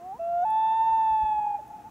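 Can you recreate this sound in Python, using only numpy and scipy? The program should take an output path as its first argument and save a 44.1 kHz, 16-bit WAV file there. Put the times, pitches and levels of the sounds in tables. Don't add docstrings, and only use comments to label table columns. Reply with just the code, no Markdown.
import sys
import numpy as np
from scipy import signal
from scipy.io import wavfile
from scipy.ndimage import uniform_filter1d

SR = 44100
rng = np.random.default_rng(int(sys.argv[2]) if len(sys.argv) > 2 else 0)


def unload_audio(sound):
    columns = np.transpose(np.atleast_2d(sound))
    steps = np.round(np.clip(columns, -1, 1) * 32767)
    wavfile.write(sys.argv[1], SR, steps.astype(np.int16))


def attenuation_scalar(level_db):
    decades = np.asarray(level_db, float) / 20
    return 10 ** decades


N = 83790

# (t/s, f/Hz, level/dB, bill opening/dB)
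LEAD_IN = [
    (0, 337, -50, 9),
    (.056, 366, -42, 4.5),
    (.12, 387.6, -36.5, -2.5),
    (.134, 410, -37, -6.5),
    (.146, 440, -42, 2.5),
    (.183, 529, -57.5, 16.5),
    (.19, 510, -84, 14.5),
]
# (multiple, level/dB, share of bill opening, slope/dB per percent of pitch against the top)
LEAD_IN_MULTIPLES = [(1, -20.5, 1.3, 0.01), (2, 2, 0.034, 0.0), (3, -39.5, 0.94, -0.52)]
# (t/s, f/Hz, level/dB, bill opening/dB)
LOW_NOTE = [
    (.186, 671, -56.5, -4.5),
    (.198, 666.4, -32.5, -5),
    (.24, 676, -30.5, -1.5),
    (.3, 687, -28, -7.5),
    (.36, 695, -25.5, -10),
    (.42, 708.8, -24.5, -8.5),
    (.437, 734, -22.5, -8.5),
    (.446, 743, -25, -17.5),
    (.450, 729.5, -61, -10),
]
# (multiple, level/dB, share of bill opening, slope/dB per percent)
LOW_NOTE_MULTIPLES = [(1, 1, 0.058, 0.003), (2, -24, .1, 0.17), (3, -41, .1, 1.1), (4, -41, 1.3, -1.2),
                      (5, -35.5, 0.49, 1.8)]
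# (t/s, f/Hz, level/dB, bill opening/dB)
HIGH_NOTE = [
    (.444, 847, -55, -18),
    (.450, 867, -25.5, -8.5),
    (.54, 876, -24.5, -0.5),
    (.7, 885.9, -24, 1),
    (.82, 895, -23, -2),
    (.97, 892, -23, -4),
    (1.3, 859, -25, -4.5),
    (1.565, 817.6, -30.5, -15),
    (1.586, 800, -55.5, -16.5),
]
# (multiple, level/dB, share of bill opening, slope/dB per percent)
HIGH_NOTE_MULTIPLES = [(1, 1, 0.0, 0.0), (2, -28.5, 0.41, 0.27), (3, -33, 0.32, -0.85),
                       (4, -31.5, 1.7, -0.87), (5, -52, .1, 2), (6, -61, 0.44, 2.5), (7, -56, 0, 1.5),
                       (8, -48.5, 0.37, 3), (11, -55, 0, 1)]
# (t/s, f/Hz, level/dB, bill opening/dB)
HICCUP = [
    (1.575, 647, -76, 0),
    (1.59, 640, -44, 0),
    (1.6, 580, -46.5, 0),
    (1.617, 603, -71, 0),
]
# (multiple, level/dB, share of bill opening, slope/dB per percent)
PLAIN_TONE = [(1, 0.0032, 0.0, 0.013)]
# (delay t/s, spread/s, level/dB)
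SHORE_CLUSTERS = [
    (.05, 0.043, -23.5),
    (.24, 0.11, -17.5),
    (.4, 0.03, -25),
    (.75, 0.33, -28.5),
    (1.372, .1, -27),
]
# (f/Hz, level/dB per Hz)
AIR_SPECTRUM = [(28, -17), (50, -10), (130, -6), (300, -7.5), (600, -15.5), (1000, -15), (1900, -24.5),
                (4000, -37.5)]
# (f/Hz, likeness)
AIR_LIKENESS = [(40, 0.9), (125, 1), (300, .86), (1000, 0.58), (3000, 0.74)]
# (t/s, f/Hz, level/dB, bill opening/dB, unused here)
DROPLET = [
    (.413, 7380, -83.5, 0),
    (.419, 6830, -71, 0),
    (.422, 6360, -68, 0),
    (.425, 6050, -64.5, 0),
    (.428, 5900, -88.5, 0),
]
# (t/s, peak level/dB, f/Hz, time to fall 60 dB/s)
TICK_RINGS = [
    (.5046, -41, 10800, .003),
    (.5046, -42, 14000, .0012),
    (1.6806, -51, 10300, .0025),
    (1.6806, -49, 13000, .0022),
    (1.195, -60, 13000, .004),
]
# (t/s, level/dB, length/s, f/Hz)
WIND_PUFFS = [
    (.8, -52.5, 0.017, 51.3),
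    (.93, -52.5, 0.021, 44.8),
    (1.125, -45, 0.015, 60),
    (1.24, -36, 0.01, 64.2),
    (1.36, -54, 0.058, 62.3),
    (1.875, -49.5, 0.0088, 88.9),
]

TIME = np.arange(N) / SR
SIDES = np.array([[.5], [-.5]])


def at_hz(points, hz):
    table_hz, values = np.transpose(points)
    return np.interp(np.log(hz), np.log(table_hz), values)


def drift(rate_hz):
    r = np.exp(-80 * np.pi * rate_hz / SR)
    white = rng.standard_normal(N // 40 + 2002)
    slow = signal.lfilter([1], [1, -2 * r, r * r], white)[2000:]
    return np.interp(np.arange(N) / 40, np.arange(len(slow)), slow / slow.std())


def spread(mid, side, alike):
    alike = np.clip(alike, 0, 1)
    return np.sqrt(1 + alike) * mid + np.sqrt(1 - alike) * side * np.array([[1], [-1]])


def pair(alike):
    mid, side = rng.standard_normal((2, N))
    return spread(mid, side, alike) / np.sqrt(2)


def band(x, low_hz, high_hz):
    y = signal.sosfilt(signal.butter(2, [low_hz, high_hz], "band", fs=SR, output="sos"), x)
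    return y / y.std()


def highpass(x, hz):
    return signal.sosfilt(signal.butter(4, hz, "high", fs=SR, output="sos"), x)


def note(rows, multiples, bloom_db=0):
    wobble_share, shimmer_db, flicker_db = .0008, 0.83, 0.31
    bloom_s, ease_s = 0.17, 0.0053
    s, hz, db, bill_db = np.transpose(rows)
    pitch, level, bill = (np.interp(TIME, s, column) for column in (hz, db, bill_db))
    phase = 2 * np.pi * np.cumsum(pitch * (1 + wobble_share * drift(27))) / SR
    late = bloom_db * np.exp(-np.clip(TIME - s[0], 0, None) / bloom_s)
    under_top = 100 * (pitch / hz.max() - 1)
    voice = 0
    for k, multiple_db, share, slope in multiples:
        colour_db = multiple_db + share * bill + slope * under_top + (k - 1) * late
        unsteady_db = (shimmer_db + flicker_db * (k - 3)) * drift(18)
        voice = voice + attenuation_scalar(colour_db + unsteady_db) * np.sin(round(k) * phase)
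    sounding = (TIME >= s[0]) * (TIME <= s[-1])
    strength = uniform_filter1d(attenuation_scalar(level) * sounding, int(ease_s * SR))
    return np.sqrt(2) * strength * voice


def wail():
    low = note(LEAD_IN, LEAD_IN_MULTIPLES) + note(LOW_NOTE, LOW_NOTE_MULTIPLES)
    return low + note(HIGH_NOTE, HIGH_NOTE_MULTIPLES, bloom_db=-2) + note(HICCUP, PLAIN_TONE)


def place_bird(call):
    split = signal.butter(4, 1300, "high", fs=SR, output="sos")
    overtones = signal.sosfiltfilt(split, call)
    return (call - overtones) * attenuation_scalar(-.75 * SIDES) + overtones * attenuation_scalar(-3 * SIDES)


def rasp(call):
    strength = np.sqrt(uniform_filter1d(call ** 2, size=2000).clip(0))
    return attenuation_scalar(-45 + 2.5 * drift(12)) * strength * band(pair(.9), 1000, 1520)


def air():
    out, edges = 0, 22 * 2 ** np.arange(0, 8.6, .5)
    white = rng.standard_normal((2, 2, N))
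    for k, (low, high) in enumerate(zip(edges, edges[1:])):
        sos = signal.butter(2, [low, high], "band", fs=SR, output="sos")
        mid, side = signal.sosfilt(sos, white[k % 2])
        hz = np.sqrt(low * high)
        level = attenuation_scalar(at_hz(AIR_SPECTRUM, hz) + 0.52 * drift(3))
        out = out + level * spread(mid, side, at_hz(AIR_LIKENESS, hz))
    return attenuation_scalar(-55) * out / out.std()


def drone():
    centre_hz, width_hz = 63.4, 12
    return attenuation_scalar(-67.5) * band(pair(0.94), centre_hz - width_hz / 2, centre_hz + width_hz / 2)


def lapping():
    return attenuation_scalar(-74 + 2 * drift(6)) * band(pair(.85), 1080, 1410)


def hiss():
    resonance_hz, whine_hz = 6540, 15625
    white = pair(1)
    lift = attenuation_scalar(-85.5) * band(white, .8 * resonance_hz, 1.2 * resonance_hz)
    even = attenuation_scalar(-68) * white + lift
    return even * attenuation_scalar(-.3 * SIDES) + attenuation_scalar(-84) * np.sin(2 * np.pi * whine_hz * TIME)


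def shores(call):
    power = 0
    for s, width, db in SHORE_CLUSTERS:
        bell = np.exp(-.5 * ((TIME - s) / width) ** 2) / (width * SR * np.sqrt(2 * np.pi))
        power = power + attenuation_scalar(2 * db) * bell
    dull = signal.sosfilt(signal.butter(1, 1200, fs=SR, output="sos"), call)
    thin = 2 * highpass(dull, 840)
    return signal.fftconvolve(np.sqrt(power) * pair(0.96), thin[None], axes=1)[:, :N]


def droplet():
    return note(DROPLET, PLAIN_TONE) * attenuation_scalar(-4 * SIDES)


def ticks():
    rings = 0
    for s, db, hz, t60 in TICK_RINGS:
        fade = attenuation_scalar(db - 60 * np.clip(TIME - s, 0, 1) / t60)
        rings = rings + (TIME > s) * fade * np.sin(2 * np.pi * hz * (TIME - s))
    return highpass(rings + 1e-18, 8000) * attenuation_scalar(-2.2 * SIDES)


def wind():
    out = 0
    for s, db, length, hz in WIND_PUFFS:
        swings = np.sin(2 * np.pi * hz * (TIME - s))
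        lumps = .35 * band(pair(.95), 0.7 * hz, 2.8 * hz)
        out = out + attenuation_scalar(db) * (swings + lumps) * np.exp(-.5 * ((TIME - s) / length) ** 2)
    return out


def scene():
    call = wail()
    bird = place_bird(call) + rasp(call) + shores(call)
    background = air() + drone() + lapping() + hiss()
    return bird + background + droplet() + ticks() + wind()


def top_cut(x):
    return signal.sosfilt(signal.butter(12, 15730, fs=SR, output="sos"), x)


def record(dry):
    cut = signal.ellip(12, .5, 45, 15690, fs=SR, output="sos")
    mix = signal.sosfilt(cut, dry)
    return top_cut(mix)


dry = scene()
out = record(dry)
unload_audio(out)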